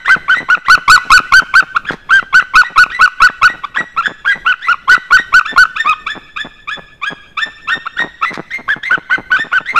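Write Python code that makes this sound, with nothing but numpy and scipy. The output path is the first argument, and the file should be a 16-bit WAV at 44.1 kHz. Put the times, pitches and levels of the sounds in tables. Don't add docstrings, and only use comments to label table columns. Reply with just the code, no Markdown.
import sys
import numpy as np
from scipy import signal
from scipy.fft import rfft, irfft, next_fast_len
from scipy.io import wavfile
from scipy.ndimage import uniform_filter1d

SR = 44100
rng = np.random.default_rng(int(sys.argv[2]) if len(sys.argv) > 2 else 0)


def convert_level_to_amplitude(level_db):
    exponent = np.asarray(level_db, float) / 20
    return 10 ** exponent


def wav_out(sig):
    wavfile.write(sys.argv[1], SR, np.round(np.clip(np.atleast_2d(sig).T, -1, 1) * 32767).astype(np.int16))


N = 431725

MATE_HOARSE_ABOVE_HZ = 1250


def at_hz(points, hz):
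    known_hz, known_db = np.transpose(points)
    return np.interp(np.log(hz), np.log(known_hz), known_db)


def band(x, low_hz, high_hz):
    return signal.sosfilt(signal.butter(2, [low_hz, high_hz], "band", fs=SR, output="sos"), x)


def drift(rate_hz):
    r = np.exp(-2 * np.pi * rate_hz / SR)
    slow = signal.lfilter([1], [1, -2 * r, r * r], rng.standard_normal(N + SR))[SR:]
    return slow / slow.std()


def air():
    # frequency in Hz, strength in dB per Hz.
    wind_spectrum = [(30, -4), (80, -13), (160, -12.5), (600, -22), (5000, -50), (14000, -53)]
    hz = np.maximum(np.fft.rfftfreq(N, 1 / SR), 1)
    noise = irfft(rfft(rng.standard_normal(N)) * convert_level_to_amplitude(at_hz(wind_spectrum, hz)), N)
    level_db = -47 + 3.4 * drift(5.2)
    return convert_level_to_amplitude(level_db) * noise / noise.std()


def forest(x):
    # band centre in Hz, time to fall by 60 dB in seconds.
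    echo_times = [(1500, 0.65), (4000, 1.07), (9000, 1.06)]
    t = np.arange(int(1.5 * SR)) / SR
    earlier = x[int(.22 * SR):int(.44 * SR)]
    clumps = convert_level_to_amplitude(3.5 * drift(25)[:len(t)]) * (1 + np.exp(-t / .03))
    echo = np.zeros(len(t))
    for hz, t60 in echo_times:
        echo += band(rng.standard_normal(len(t)), hz / 2.03, hz * 2.36) * convert_level_to_amplitude(-60 * t / t60)
    size = next_fast_len(N + 2 * len(t))
    ringing = irfft(rfft(np.r_[earlier, x], size) * rfft(echo * clumps, size), size)
    return ringing[len(earlier):][:N]


def voice(calls, throat, jitter, flutter_db, patchy_db, breath_db, hiss_db, stutter_db,
          attack_s, release_s):
    out = np.zeros(N)
    wobble, flutter, breath, catch = drift(121), drift(68), drift(600), drift(183)
    hiss = drift(2500)
    for rows in calls:
        s, pitch_hz, level_db = np.transpose(rows)
        first = max(int((s[0] - attack_s) * SR), 0)
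        last = min(int((s[-1] + release_s) * SR), N)
        at = np.arange(first, last)
        t = at / SR
        onset = np.exp(-np.maximum(t - s[0], 0) / 0.019)
        edge = np.clip(np.minimum((t - s[0]) / attack_s, (s[-1] - t) / release_s) + 1, 0, 1)

        hz = uniform_filter1d(np.interp(t, s, pitch_hz), size=150)
        hz *= 1 - .13 * (1 - edge)
        hz *= 1 + jitter * (1 + 3 * onset) * wobble[at]
        phase = 2 * np.pi * np.cumsum(hz) / SR

        effort_db = np.interp(t, s, level_db)
        below_loudest_db = effort_db - level_db.max()
        stack = np.sin(phase)
        for k in range(2, 7):
            own_db = at_hz(throat, k * hz) + 0.3 * (k - 2) * below_loudest_db
            own_db += patchy_db * flutter[at - k * SR // 10]
            stack += convert_level_to_amplitude(own_db) * np.cos(k * phase)
        stack += convert_level_to_amplitude(hiss_db + .5 * effort_db + 3.2 * onset) * hiss[at] * np.cos(3 * phase)

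        unsteady_db = flutter_db * flutter[at] + stutter_db * onset * catch[at]
        gain = edge ** 2 * convert_level_to_amplitude(effort_db + unsteady_db)
        breathy = 1 + convert_level_to_amplitude(breath_db + 5.3 * onset) * breath[at]
        out[at] += gain * stack * breathy
    return out


def mate_call(s, rise, first_hz, top_hz, level_db):
    # share of the low step's time, share of the climb, level in dB.
    low_step = [
        (0, -.05, -17),
        (.3, .04, -6),
        (.85, .26, -.4),
    ]
    # seconds after the jump, share of the climb, level in dB.
    high_step = [
        (.003, .68, -9),
        (.016, .9, -5),
        (.032, 1.0, 0.),
        (.047, 1.0, -4),
        (.062, .97, -17),
    ]
    step_s = max(rise - .032, .013)
    hoarse = first_hz > MATE_HOARSE_ABOVE_HZ
    shape = [(step_s * share, climb, db - 5 * hoarse) for share, climb, db in low_step]
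    shape += [(step_s + t, climb, db) for t, climb, db in high_step]
    call_db = level_db + 7 - 1.2 * hoarse
    return [(s + t, first_hz + climb * (top_hz - first_hz), call_db + db) for t, climb, db in shape]


def mate():
    # start in seconds, rise time in
    # seconds, first pitch in Hz, top pitch in Hz, level in dB.
    mate_calls = [(0.05, 0.043, 1397, 2023, -14.5), (0.328, 0.035, 1438, 1997, -16),
                  (0.65, 0.035, 1418, 2022, -20.5), (0.93, 0.049, 1424, 1965, -28.5),
                  (1.231, 0.045, 1427, 1980, -41.5), (1.537, 0.059, 1147, 1846, -36.5),
                  (1.846, 0.04, 1270, 1700, -25), (2.082, 0.12, 1457, 1983, -35), (2.351, 0.062, 1436, 2007, -27),
                  (2.617, 0.049, 1388, 1960, -25), (2.9, 0.051, 1260, 1976, -21), (3.179, 0.067, 1460, 1950, -25),
                  (3.461, 0.042, 1443, 1925, -23.5), (3.743, 0.042, 1285, 1915, -19),
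                  (4.018, 0.045, 1270, 1723, -21), (4.278, 0.047, 1420, 1996, -20),
                  (4.609, 0.055, 1520, 2018, -21), (4.891, 0.049, 1423, 1966, -18),
                  (5.149, 0.035, 1414, 1913, -18),
                  (5.45, 0.048, 1123, 1785, -21), (5.757, 0.049, 1128, 1799, -18.5),
             (6.061, 0.053, 1140, 1753, -20.5), (6.361, 0.048, 1140, 1745, -21),
             (6.675, 0.057, 1147, 1725, -21), (7.016, 0.066, 1117, 1660, -21),
             (7.371, 0.058, 1192, 1783, -17.5), (7.674, 0.055, 1230, 1833, -17),
             (7.962, 0.047, 1320, 1860, -17.5), (8.235, 0.047, 1643, 2020, -17.5),
             (8.505, 0.045, 1684, 2090, -17.5), (8.828, 0.04, 1626, 2077, -18.5),
             (9.095, 0.045, 1683, 2063, -20), (9.359, 0.05, 1119, 1810, -19),
             (9.655, 0.045, 1600, 2068, -19.5)]
    # frequency in Hz, level in dB.
    throat = [(2000, -8.5), (2500, .3), (2950, -11), (3500, -7), (4400, -26.5), (5300, -22), (6100, -31.5),
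              (7000, -25.5), (9000, -41.5)]
    rows = mate_calls
    clear_calls = [mate_call(*row) for row in rows if row[2] < MATE_HOARSE_ABOVE_HZ]
    hoarse_calls = [mate_call(*row) for row in rows if row[2] > MATE_HOARSE_ABOVE_HZ]
    clear = voice(clear_calls, throat, jitter=0.009, flutter_db=1.8, patchy_db=2.0, breath_db=-21,
                  hiss_db=-30.5, stutter_db=1.0, attack_s=0.0039, release_s=.005)
    hoarse = voice(hoarse_calls, throat, jitter=0.016, flutter_db=2.6, patchy_db=3.0, breath_db=-15.5,
                   hiss_db=-29, stutter_db=1.2, attack_s=0.005, release_s=.005)
    return clear + hoarse


def yelp(grip, held, top_hz, level_db, slip_hz):
    lead = max(.0145 + .0006 * level_db, .010)
    room = min(held / .04, 1)
    lock_under_hz, lock_db = 125, -0.5
    slip_to_hz = top_hz - .7 * lock_under_hz - slip_hz
    return [(grip - lead, 1130, level_db - 12),
            (grip - .45 * lead, 1046.4, level_db - 13),
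            (grip, top_hz - lock_under_hz, level_db + lock_db),
            (grip + room * .008, slip_to_hz, level_db + lock_db - slip_hz / 70),
            (grip + room * .015, top_hz - 45, level_db - .6),
            (grip + .55 * held, top_hz, level_db),
            (grip + .89 * held, top_hz - 45, level_db - 1.2),
            (grip + held, top_hz - 215, level_db - 4.5)]


def near_bird():
    # voice grips in seconds, held in seconds, top pitch in Hz,
    # level in dB, slip back in Hz.
    near_yelps = [(.096, .056, 1557, -1.5, 80), (.297, .051, 1537, -3, 0.5), (.502, .050, 1500, -3, 0),
                  (.703, .051, 1510, 5, 60), (.903, .061, 1500, 9, 210), (1.122, .057, 1505, 7, 210),
                  (1.340, .060, 1560, 5, 60), (1.556, .050, 1555, 3, 40), (1.765, .010, 1430, -3, 0),
                  (2.110, .088, 1585, -1.5, 190), (2.346, .056, 1530, .6, 30), (2.558, .061, 1500, 3.2, 210),
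                  (2.780, .059, 1495, 3.2, 160), (3.012, .050, 1500, 2, 140), (3.222, .052, 1500, 3, 120),
                  (3.434, .045, 1500, 1.5, 170), (3.645, .007, 1250, -10, 0), (3.772, 0.0061, 1750, -7, 0),
                  (3.977, .034, 1393, -6.5, 0), (4.262, .066, 1649, -6.5, 200), (4.465, .062, 1511, -5, 90),
                  (4.687, .044, 1457, -3.5, 0), (4.896, .057, 1516, 1.6, 0), (5.125, .048, 1524, 2.2, 0),
                  (5.343, .053, 1520, 2, 0), (5.581, .057, 1516, 3, 0), (5.862, .071, 1272, -6, 30),
                  (7.700, .042, 1522, -11, 40), (7.868, .008, 1480, -9, 0), (8.227, .024, 1370, -6, 0),
                  (8.692, .048, 1735, -6, 90), (8.911, .044, 1545, -4.5, 0), (9.111, .048, 1560, -6, 0),
                  (9.318, .052, 1539, -5, 0), (9.531, .054, 1537, -4.5, 0), (9.762, .028, 1403, -3, 130)]
    # frequency in Hz, level in dB.
    throat = [(1900, -18.5), (2520, -6), (2880, -22), (3300, -15.5), (4400, -34), (6000, -42), (9000, -52)]
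    rows = near_yelps
    tired_from_s = 7
    fresh_yelps = [yelp(*row) for row in rows if row[0] < tired_from_s]
    tired_yelps = [yelp(*row) for row in rows if row[0] > tired_from_s]
    fresh = voice(fresh_yelps, throat, jitter=0.0051, flutter_db=.8, patchy_db=4.5, breath_db=-23.5,
                  hiss_db=-31, stutter_db=4.6, attack_s=.008, release_s=0.006)
    tired = voice(tired_yelps, throat, jitter=0.008, flutter_db=1.6, patchy_db=4.0, breath_db=-20,
                  hiss_db=-33, stutter_db=3.5, attack_s=.007, release_s=0.007)
    return fresh + tired


def slips():
    # start in seconds, length in seconds, peak in dB.
    near_draws = [(.1635, .018, -14.5), (.372, .001, -15.5), (.5745, .007, -14.5), (.778, .007, -13.5),
                  (1.202, .001, -15), (1.422, .012, -14.5), (1.6264, .014, -15.5), (1.9084, .001, -9.5),
                  (1.9286, .02, -17), (2.228, .001, -13.5), (2.4255, .001, -17.5), (2.8634, .001, -16.5),
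                  (3.2996, .001, -13.5), (3.5016, .001, -15.5), (3.7864, .001, -18), (3.8065, .007, -14.5),
                  (4.0806, .001, -16), (4.3587, .001, -18.5), (4.9795, .001, -17.5), (5.1984, .001, -16.5),
                  (8.004, .001, -14.5), (8.0225, .006, -17), (8.040, .006, -14), (8.3766, .001, -12),
                  (8.3957, .006, -13), (8.7647, .019, -18), (8.9784, .006, -13.5), (9.1817, .006, -14),
                  (9.3906, .007, -18), (9.6067, .006, -17.5)]
    # last slip in seconds, peak in dB.
    mate_draws = [(.4295, -19), (1.0734, -27), (2.7233, -25), (3.557, -24), (3.8417, -23), (4.1191, -19.5),
                  (4.377, -27), (5.5408, -21.5), (5.871, -25), (6.1775, -20), (6.4715, -21), (6.7947, -21),
                  (7.1317, -20), (7.4872, -23), (7.778, -19), (8.0736, -22.5), (8.330, -22), (8.6102, -22),
                  (8.942, -22), (9.205, -23), (9.470, -23), (9.752, -22)]
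    # how long before the last slip this one comes, in seconds.
    mate_before = [0, .0072, .0123, .0165, .0204, .024]
    gap_s = .0064
    chance = rng.standard_normal((len(near_draws + mate_draws), 2, 6))
    found = []
    for (s, length, db), (late, uneven) in zip(near_draws, chance):
        for k in range(1 + round(length / gap_s)):
            time = s + gap_s * k * (1 + 0.065 * late[k])
            found.append((time, db - 3 * k + (k > 0) * 0.5 * uneven[k]))
    for (s, db), (late, uneven) in zip(mate_draws, chance[::-1]):
        for k, before in enumerate(mate_before):
            time = s - before * (1 + .04 * late[k])
            found.append((time, db - 1.2 * k + 1.5 * uneven[k]))
    return np.transpose(found)


def creaks():
    clicks = np.zeros(N)
    s, peak_db = slips()
    clicks[(s * SR).astype(int) - 36] = convert_level_to_amplitude(peak_db)
    nearby = uniform_filter1d(clicks, size=1100) * 900
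    crowd = nearby * (rng.random(N) < 400 / SR) * rng.standard_normal(N)
    clicks = band(clicks + convert_level_to_amplitude(-18) * crowd, 65, 2200)
    thin_db = 3.27 * drift(68)
    deep = convert_level_to_amplitude(32.5) * band(clicks * convert_level_to_amplitude(-thin_db), 151, 513)
    middle = convert_level_to_amplitude(30.5) * band(clicks, 398, 1110)
    thin = convert_level_to_amplitude(21) * band(clicks * convert_level_to_amplitude(thin_db), 980, 1600)
    return deep + middle + thin


def sputters():
    # time in seconds, peak in dB, pitch in Hz.
    bursts = [(0.7782, -9, 1183), (4.069, -1, 1600), (0.9786, 3.5, 1120), (1.1919, 5, 1370),
              (7.9935, -4, 1500), (1.4243, -16, 1044), (1.612, -13, 1550), (1.627, -8, 1300),
              (2.2287, -16, 1130), (2.4112, -6, 1600), (1.8993, -3, 1500), (2.426, -9, 1280),
              (2.6352, -6, 1016), (2.8651, -12.5, 1140), (3.0778, 0.5, 1250), (3.2885, -6, 1720),
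              (3.302, -12.5, 1230), (1.890, -6, 1650), (3.8086, -15, 1260), (3.8132, -9, 1390),
              (4.059, -0.5, 1610), (4.5402, -6, 1455), (4.7435, -5, 1196), (4.967, -2.5, 1416),
              (5.187, -5, 1600), (5.413, -1, 1295), (5.6423, -12, 1370), (5.655, -1.5, 1370),
              (5.9382, -12, 1360), (8.0228, -10, 1030)]
    out = np.zeros(N + SR)
    t = np.arange(-120, 260) / SR
    swell = np.where(t < 0, np.exp(-(t / .0012) ** 2), np.exp(-t / .002))
    for s, peak_db, hz in bursts:
        phase = 2 * np.pi * hz * (t - 12 * t ** 2)
        stack = np.sin(phase) + convert_level_to_amplitude(-17) * np.cos(2 * phase)
        start = int(s * SR) - 120
        out[start:start + len(t)] += convert_level_to_amplitude(peak_db) * swell * stack
    return out[:N]


def rasps():
    # start in seconds, length in seconds, level in dB.
    broken_calls = [
        (1.88, 0.075, -23),
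        (4.55, 0.2, -38),
        (8.325, 0.048, -20),
    ]
    t = np.arange(N) / SR
    gate = np.zeros(N)
    for s, length, db in broken_calls:
        gate += convert_level_to_amplitude(db) * np.sin(np.pi * np.clip((t - s) / length, 0, 1))
    noise = rng.standard_normal(N) * gate * convert_level_to_amplitude(5.0 * drift(100))
    return 2 * band(noise, 1050, 2300) + .5 * band(noise, 2300, 4400)


def scene():
    near = near_bird() + sputters()
    far = mate()
    breaths = creaks() + rasps()
    echoes = forest(convert_level_to_amplitude(-55) * near + convert_level_to_amplitude(-46) * far + convert_level_to_amplitude(-52) * breaths)
    return (near + far + breaths + echoes + air())[None]


def top_cut(x):
    return signal.sosfilt(signal.butter(12, 15260, fs=SR, output="sos"), x)


def record(dry):
    bent = dry + 0.014 * dry ** 2
    hardness, ceiling = 16, .99
    clipped = bent / (1 + np.abs(bent / ceiling) ** hardness) ** (1 / hardness)
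    memory = np.exp(-1 / (.06 * SR))
    load = signal.lfilter([1 - memory], [1, -memory], clipped ** 2)
    sagged = clipped * convert_level_to_amplitude(-2.5 * load) + .004
    dulled = signal.sosfilt(signal.cheby2(8, 22, 14800, fs=SR, output="sos"), sagged)
    return top_cut(np.clip(dulled, -1, 1))


dry = scene()
out = record(dry)
wav_out(out)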